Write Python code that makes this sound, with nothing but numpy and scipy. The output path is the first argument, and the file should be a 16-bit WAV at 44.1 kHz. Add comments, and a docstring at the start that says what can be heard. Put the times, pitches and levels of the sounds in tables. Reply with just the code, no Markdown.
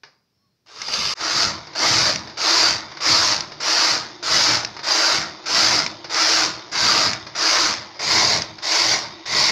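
"""Hand knitting machine.

A carriage is pushed to and fro over a steel needle bed in a small room: one slow push, then quick passes.
Its cams strike hundreds of needles a second: bursts of blows through filters give rasp, plate rattle, fizz
and singing bed; resonant noise gives the table rumble. Every pass bites, speeds up and brakes.
A lever snaps over at the near end, light clacks mark the turns; faint thin wavering tones come before
the first push. Close and mono; the level dips briefly once."""
import sys
import numpy as np
from scipy import signal
from scipy.fft import rfft, irfft, next_fast_len
from scipy.io import wavfile
from scipy.ndimage import uniform_filter1d, minimum_filter1d, map_coordinates

SR = 44100
rng = np.random.default_rng(int(sys.argv[2]) if len(sys.argv) > 2 else 0)


def wav_record(signal):
    """Record a signal, one row per channel, as 16-bit PCM in the file named by sys.argv[1]."""
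    frames = np.transpose(np.atleast_2d(signal))
    bounded = np.clip(frames, -1, 1)
    # unit amplitude maps onto the largest positive 16-bit level
    quanta = np.round(bounded * 32767).astype(np.int16)
    wavfile.write(sys.argv[1], SR, quanta)


N = 419391


def amp(db):
    """Decibels to gain."""
    return 10 ** (np.asarray(db) / 20)


def unit(x):
    """Scale to rms 1."""
    return x / np.sqrt(np.mean(x ** 2) + 1e-20)


def along(points, hz):
    """(Hz, value) points interpolated on a log frequency axis."""
    f, v = np.transpose(points)
    return np.interp(np.log(hz + 1), np.log(f + 1), v)


def curves(rows):
    """One value per sample for each column after the time."""
    s, *cols = np.transpose(rows)
    return [np.interp(np.arange(N) / SR, s, c) for c in cols]


def wobble(rate_hz):
    """Smooth random curve, rate_hz knots a second."""
    knots = rng.standard_normal(int(N * rate_hz / SR) + 4)
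    return map_coordinates(knots, [np.arange(N) * rate_hz / SR])


def filtered(x, response):
    """x times a complex response of frequency."""
    size = next_fast_len(N + SR // 2)
    hz = np.fft.rfftfreq(size, 1 / SR)
    return irfft(rfft(x, size) * response(hz), size)[:N]


def coloured(x, spectrum, size=4096):
    """x through a causal minimum-phase filter with the given (Hz, dB) shape."""
    gain = amp(along(spectrum, np.fft.rfftfreq(size, 1 / SR)))
    cepstrum = irfft(np.log(np.maximum(gain, 1e-6)))
    # fold the cepstrum onto positive time
    cepstrum[1:size // 2] *= 2
    cepstrum[size // 2 + 1:] = 0
    impulse = irfft(np.exp(rfft(cepstrum)))
    return signal.fftconvolve(x, impulse)[:len(x)]


def voice(x, colour):
    """Coloured x at rms 1."""
    return unit(coloured(x, colour))


def resonant(x, modes):
    """x through parallel (Hz, width Hz, dB) resonances of alternating sign."""
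    def response(f):
        total = 0
        for k, (centre, width, db) in enumerate(modes):
            loss = 1j * f * width
            total = total + (-1) ** k * amp(db) * loss / (centre * centre - f * f + loss)
        return total
    return filtered(x, response)


def fade(t, t60):
    """Exponential decay, 60 dB down after t60 seconds."""
    return np.exp(-np.log(1000) * t / t60)


def add(track, s, sound):
    """Mix a sound into the track at time s."""
    part = track[max(round(s * SR), 0):][:len(sound)]
    part += sound[:len(part)]


def peak_to(hit, db, size=132):
    """Scale a blow by its first 3 ms, whose crests stand about twice as high as its rms."""
    return amp(db) * hit / (2 * np.sqrt(np.mean(hit[:size] ** 2)))


# Quiet air spectrum: (frequency [Hz], relative level [dB])
AIR_COLOUR = [(18, -44), (30, -16), (150, 3), (247, -7), (328, -4), (859, -13), (3320, -17), (5440, -10),
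              (6500, -22), (8250, -29), (15000, -26)]


def quiet_air():
    """Steady filtered noise of the still room."""
    return amp(-73.5) * voice(rng.standard_normal(N), AIR_COLOUR)


# Carriage taking up its play, mostly at the turns: (time [s], nominal level [dB])
CLACKS = [(0.034, -30), (0.883, -18), (1.499, -20), (1.67, -27.5), (1.733, -27.5), (2.273, -24),
          (2.297, -27), (2.916, -26.5), (2.971, -21), (3.519, -23), (4.766, -20.5), (4.792, -21),
          (5.44, -30), (6.044, -21), (6.696, -34), (7.267, -23.5), (7.959, -32), (8.584, -25.5)]
# Clack spectrum: (frequency [Hz], relative level [dB])
CLACK_COLOUR = [(150, -20), (350, -4), (1000, -1), (2200, -1.5), (3100, -13.5), (4900, 2.5), (6300, -13.5),
                (8000, -41), (15000, -58)]
# Carriage shell modes: (frequency [Hz], mean relative level [dB], t60 [s])
SHELL_MODES = [(145.7, -3.5, 0.64), (921, -6, 0.49), (1700, -4, 0.21), (2880, -3, 0.16), (4893, -13, 0.92),
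               (5070, -5, 0.26), (5798, -16, 0.19)]
ENTRY_CLACK_DB = -26.5  # nominal, at the start of every pass but the first


def clacks(ring_db=-25):
    """The carriage rocks on its rail or meets the first needles, and the whole shell answers."""
    track, t = np.zeros(N), np.arange(SR // 2) / SR
    entries = [(row[0], ENTRY_CLACK_DB) for row in PASSES[1:]]
    for s, db in CLACKS + entries:
        decay = fade(t, .045) + .48 * fade(t, .33)
        hit = coloured(rng.choice([-1, 1], len(t)) * decay, CLACK_COLOUR)
        ring = np.zeros(len(t))
        for hz, level_db, t60 in SHELL_MODES:
            strength = amp(level_db + rng.normal(0, 3))
            ring += strength * np.sin(2 * np.pi * hz * t) * fade(t, t60)
        add(track, s, peak_to(hit, db - 3) + amp(db + ring_db) * ring)
    return track


# Faint thin wavering tones before the first push:
# (start [s], length [s], centre frequency [Hz], level before the common lift [dB])
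FAINT_TONES = [(.27, .27, 5380, -81.5), (.33, .27, 4280, -84), (.38, .14, 1098, -82)]


def faint_tones(waver_hz=35, lift_db=7):
    """Each thin tone swells, wavers in pitch and level, and fades."""
    track, t = np.zeros(N), np.arange(N) / SR
    for s, length, hz, db in FAINT_TONES:
        swell = np.sin(np.pi * np.clip((t - s) / length, 0, 1))
        level = amp(db + lift_db + 2 * wobble(30))
        phase = 2 * np.pi * np.cumsum(hz + waver_hz * wobble(150)) / SR
        track += level * swell * np.sin(phase)
    return track


# Slow opening push: (time [s], nominal needle rasp level [dB], nominal rumble level [dB])
OPENING = [(0.66, -59, -78), (0.688, -49, -81), (0.83, -34, -50), (0.86, -34, -61), (0.946, -23, -39),
           (1.135, -24, -46)]
# Passes, in turn away from and towards the microphone: (start [s], speeding-up time [s], push time [s],
# nominal rasp level [dB], nominal rumble level [dB])
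PASSES = [(1.15, 0.35, .28, -18, -36), (1.75, .15, 0.34, -14, -35.5), (2.371, .14, .312, -17, -38),
          (3.003, .125, 0.32, -14, -38), (3.601, .14, 0.32, -17.5, -39.5), (4.226, 0.15, .32, -13.6, -38),
          (4.831, .14, 0.32, -17.5, -40), (5.457, .15, .328, -13.5, -39), (6.096, .14, 0.33, -17.6, -40.5),
          (6.716, .175, .346, -14, -37), (7.35, .15, 0.32, -17.5, -40), (7.992, .18, .353, -14.5, -36.5),
          (8.623, .14, 0.31, -17.5, -39.5), (9.256, .17, .34, -15, -37)]
# Pass shape, away then towards: (rasp entry drop [dB], rasp sag [dB/s],
# rumble entry drop [dB], rumble build-up time [s])
DIRECTIONS = [(15.2, 2, 26.5, 0.36), (18.5, 17.5, 20, 0.11)]
BITE_S = .004
BRAKE_DB_PER_S, TURN_DB = 150, -49.5  # rasp fall after the push, light sliding at the turn
RUMBLE_LAG_S, RUMBLE_FALL_DB_PER_S = 0.052, 102  # the table shakes on a little longer


def strokes():
    """Rasp and rumble levels in dB: the slow push, then passes that bite, speed up, sag and brake."""
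    t = np.arange(N) / SR
    rasp, roll = np.full(N, amp(TURN_DB)), np.full(N, 1e-5)
    for k, (start, attack_s, push_s, rasp_db, roll_db) in enumerate(PASSES):
        entry_db, sag, roll_entry_db, build_s = DIRECTIONS[k % 2]
        age = np.maximum(t - start, 0)
        bite = np.minimum(age / BITE_S, 1)  # cams meet the first needles abruptly
        speeding_up = entry_db * np.maximum(1 - age / attack_s, 0) ** 2
        braking = BRAKE_DB_PER_S * np.maximum(age - push_s, 0)
        rasp += bite * amp(rasp_db - speeding_up - sag * age - braking)
        building = roll_entry_db * np.maximum(1 - age / build_s, 0)
        settling = RUMBLE_FALL_DB_PER_S * np.maximum(age - push_s - RUMBLE_LAG_S, 0)
        roll += bite * amp(roll_db - building - settling)
    return np.where(t < DIP[1][0], curves(OPENING), 20 * np.log10([rasp, roll]))


def needle_blows(speed, full_hz, scatter_s, spread_db, count):
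    """Each cam edge meets one needle after another; the blows scatter in time and size."""
    blows = np.zeros(N)
    rate_hz = full_hz * speed * amp(.25 * wobble(9))
    travel = np.cumsum(rate_hz) / SR  # in needles
    for cam in range(count):
        needles = np.arange(int(travel[-1]) - 1) + rng.random()
        at = np.interp(needles, travel, np.arange(N))
        late, size = rng.standard_normal((4096, 2))[:len(at)].T
        at = np.clip(at + late * scatter_s * SR, 0, N - 1).astype(int)
        strength = amp(spread_db * np.minimum(size, 2)) / np.sqrt(rate_hz[at])
        blows += np.bincount(at, strength, N)
    return unit(blows)


def chatter(blows, t60, share):
    """After each blow the loose part buzzes in its slot for a moment."""
    decay = fade(np.arange(SR // 10) / SR, t60)
    energy = signal.fftconvolve(blows ** 2, decay ** 2)[:N]
    buzz = unit(np.sqrt(np.abs(energy)) * rng.standard_normal(N))
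    share = np.clip(share, 0, 1)
    return np.sqrt(1 - share) * blows + np.sqrt(share) * buzz


def shifting(x, patchy_db):
    """The needles that sound change as the carriage travels, so the resonances drift."""
    z = signal.stft(x, nperseg=1024)[2]
    field = rng.standard_normal(z.shape)
    for _ in range(2):
        field = uniform_filter1d(field, size=3, axis=0)
        field = uniform_filter1d(field, size=4, axis=1)
    return unit(signal.istft(z * amp(patchy_db * unit(field)), nperseg=1024)[1][:N])


# Needle spectra, hard, slow push and gentle: (frequency [Hz], relative level [dB])
NEEDLES_HARD = [(1650, -39), (2800, -12), (3420, -11.5), (4560, 0.5), (4860, 2), (6420, -8.5),
                (7290, -17.5), (7970, -30), (9000, -34.5), (11700, -78), (19800, -120)]
NEEDLES_SLOW = [(1650, -33), (2800, -10.5), (3350, -15.5), (3650, -7), (3940, -12), (4750, -0.5),
                (5710, -9), (6330, -11.5), (6810, -20), (7890, -32), (9000, -38), (11700, -43),
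                (19800, -120)]
NEEDLES_GENTLE = [(1650, -55), (2800, -9), (3490, -3.5), (3610, 0.5), (4240, -3), (4650, 2), (5180, 2),
                  (5940, -9), (6580, -9), (7970, -47), (9000, -58), (11700, -88), (19800, -120)]
# Plate spectra, hard, slow push, hard after LATE_S, gentle: (frequency [Hz], relative level [dB])
PLATE_HARD = [(160, -35), (270, -13.5), (327, 0.5), (371, -6.5), (444, -5), (526, -7), (624, -2.5),
              (804, -3.5), (923, 1.5), (1140, 2), (1430, 3), (1650, -1.5), (2160, -1), (2350, -3),
              (3400, -12.5), (4420, -54), (7480, -120)]
PLATE_SLOW = [(160, -48), (270, -23), (313, -7), (363, -12), (449, -5), (555, -7), (617, -2), (747, -10.5),
              (1040, -3.5), (1170, 3.5), (1500, -6), (1620, -2), (1820, -9), (2200, -5), (3400, -23),
              (4420, -38), (7480, -120)]
PLATE_LATE = [(160, -47), (270, -15), (320, 0.5), (367, -8.5), (413, -3.5), (505, -13), (592, -3.5),
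              (822, -4.5), (1050, 2), (1230, -7.5), (1440, -4.5), (1620, -6.5), (2160, 0), (2870, -16),
              (3400, -14), (4420, -15), (7480, -120)]
PLATE_GENTLE = [(160, -35), (270, -13), (313, 6.5), (417, -6.5), (484, -9), (1050, -0.5), (1500, -9.5),
                (1730, -9.5), (2110, -6), (2660, -15.5), (3400, -15), (4420, -36), (7480, -120)]
# Top-octave spectrum of hard blows: (frequency [Hz], relative level [dB])
FIZZ_COLOUR = [(6500, -14.5), (8200, -6), (10300, -4), (12000, -8.5), (15500, -14)]
# Steel bed modes: (frequency [Hz], width [Hz], relative level [dB])
BED_MODES = [(322, 23, 0.5), (416.7, 4.6, -2), (634, 89, -6), (1020, 110, -3), (1197, 11, -8),
             (3570, 80, 1)]
# Bed loss in the top octaves: (frequency [Hz], relative level [dB])
BED_DAMPING = [(4000, -5), (9000, -26)]
LATE_S = 7.95  # from here the plate rattles with another colour
FULL_DB = -17  # nominal rasp at full speed
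# nominal rattle at full speed, its dB per dB of rasp, its change in the slow push
PLATE_DB, PLATE_FOLLOWS, SLOW_PLATE_DB = -22, 0.77, -5


def carriage(rasp_db):
    """The cams strike the needles: a faster carriage is louder, denser and brighter."""
    t = np.arange(N) / SR
    slow, late = t < DIP[1][0], t > LATE_S
    plate_db = PLATE_DB + PLATE_FOLLOWS * (rasp_db - FULL_DB) + SLOW_PLATE_DB * slow
    effort_db = np.minimum(rasp_db - FULL_DB, 0)
    speed = np.maximum(amp(.3 * effort_db), .25)
    blows = needle_blows(speed, full_hz=330, scatter_s=.0004, spread_db=3, count=8)
    # every few needles a latch flicks shut harder: a fine ratchet
    ticks = needle_blows(np.sqrt(speed), full_hz=112, scatter_s=.001, spread_db=2.5, count=1)
    # the ratchet stands out as the carriage brakes over the last needles
    braking = np.clip(-np.gradient(rasp_db) * SR / 60, 0, 1) * amp(.4 * effort_db)
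    ratchet = .36 + .4 * braking
    needle_buzz = chatter(blows, t60=0.036, share=0.67)
    steel = unit(needle_buzz + ratchet * chatter(ticks, t60=0.0097, share=.85))
    shake = unit(chatter(blows, t60=0.04, share=.6) + .65 * ratchet * ticks)

    # gentle blows leave needles and plate dull
    hard = np.clip(1.57 + effort_db / 20, 0, 1)

    def blend(strong, gentle):
        return hard * strong + (1 - hard) * gentle

    needles = blend(voice(steel, NEEDLES_HARD), voice(steel, NEEDLES_GENTLE))
    needles = np.where(slow, voice(steel, NEEDLES_SLOW), needles)
    driven = np.where(late, voice(shake, PLATE_LATE), voice(shake, PLATE_HARD))
    plate = blend(driven, voice(shake, PLATE_GENTLE))
    plate = np.where(slow, voice(shake, PLATE_SLOW), plate)
    rasp = amp(rasp_db + 0.05 + 0.17 * wobble(35)) * shifting(needles, patchy_db=1.9)
    rattle = amp(plate_db + 0.71 * wobble(30)) * shifting(plate, patchy_db=1.97)
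    # only hard blows reach the top octave
    hiss = coloured(chatter(blows, t60=0.022, share=0.62), FIZZ_COLOUR)
    fizz = amp(rasp_db - 29.5 + 0.34 * effort_db) * hard * shifting(hiss, patchy_db=2.1)
    # the bed keeps singing while the carriage slows down
    singing = voice(resonant(shake, BED_MODES), BED_DAMPING)
    bed = amp(plate_db - 15.0 - 0.22 * effort_db) * singing * ~slow
    return (rasp + rattle + fizz + bed) * (t > OPENING[0][0])


# Bed and table modes: (frequency [Hz], width [Hz], relative level [dB])
TABLE_MODES = [(85, 20, -4.5), (118.7, 6.7, 3.5), (158.6, 8.9, -0.5), (189, 22, -3.5), (219, 43, -4)]


def rumble(roll_db):
    """The sliding weight shakes the table under the bed: noise through its resonances."""
    shaking = unit(resonant(rng.standard_normal(N), TABLE_MODES))
    return amp(roll_db - 0.9 + 2.4 * wobble(25)) * shaking


# Lever snaps, mostly just into a pass away and near the end of a pass towards:
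# (time [s], nominal level [dB], ring pitch [Hz])
SNAPS = [(0.8175, -18, 4970), (0.9384, -12, 4870), (2.159, -13, 5220), (2.416, -13, 5040),
         (3.364, -15, 5100), (3.4072, -12.5, 4800), (3.652, -19, 4900), (4.554, -18, 4800),
         (4.6486, -11.5, 4800), (4.887, -11, 4900), (5.8636, -12, 4640), (6.144, -12, 4900),
         (7.133, -13, 4910), (7.396, -18, 4894), (8.42, -12, 5030), (8.668, -22, 4910)]
# Snap spectrum: (frequency [Hz], relative level [dB])
SNAP_COLOUR = [(500, -10), (1400, -7), (2200, 6.5), (3200, -5.5), (5000, 11), (6400, 2.5), (7300, -16),
               (8200, -28), (15000, -56)]


def snaps():
    """A sprung lever flips: a very short crack with a steel ring."""
    track, t = np.zeros(N), np.arange(SR // 20) / SR
    for s, db, hz in SNAPS:
        crack = coloured(rng.choice([-1, 1], len(t)) * fade(t, .016), SNAP_COLOUR)
        ring = np.sin(2 * np.pi * hz * t) * (fade(t, 0.013) - fade(t, 0.0026))
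        add(track, s, peak_to(crack / np.abs(crack).max() + .25 * ring, db + 1))
    return track


# Room decay: (frequency [Hz], t60 [s])
ROOM_DECAY = [(150, 0.72), (1000, 0.52), (5000, 0.13), (8000, 0.051), (14000, 0.23)]


def room(x, count=24):
    """A short diffuse noise tail, redrawn for each of count equal spans as the carriage moves."""
    wet = np.zeros(N)
    for part in np.array_split(np.arange(N), count):
        hz, age, z = signal.stft(rng.standard_normal(SR // 2), SR, nperseg=256)
        decay = fade(age, along(ROOM_DECAY, hz)[:, None])
        tail = signal.istft(z * decay, SR, nperseg=256)[1]
        add(wet, part[0] / SR, signal.fftconvolve(x[part], tail / np.linalg.norm(tail)))
    return wet


def scene():
    """Machine, room, quiet air and faint tones, alike in both channels."""
    rasp_db, roll_db = strokes()
    machine = carriage(rasp_db) + rumble(roll_db) + snaps() + clacks()
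    mono = machine + amp(-13.5) * room(machine) + quiet_air() + faint_tones()
    return np.array([mono, mono])


# Brief level dip; its second time also ends the slow push: (time [s], level [dB])
DIP = [(1.137, 0.5), (1.143, -45), (1.152, -23), (1.162, -14.5), (1.21, 0)]
TOP_HZ = 15750


def record(dry):
    """A fast limiter holds the peaks, the level dips briefly once, and a band limit cuts the top."""
    dip_db, = curves(DIP)
    needed = np.minimum(1, .6 / (np.abs(dry).max(axis=0) + 1e-9))
    gain = uniform_filter1d(minimum_filter1d(needed, size=89), size=89)  # 2 ms windows
    return np.array([filtered(side * gain * amp(dip_db), lambda hz: hz < TOP_HZ) for side in dry])


dry = scene()
out = record(dry)
wav_record(out)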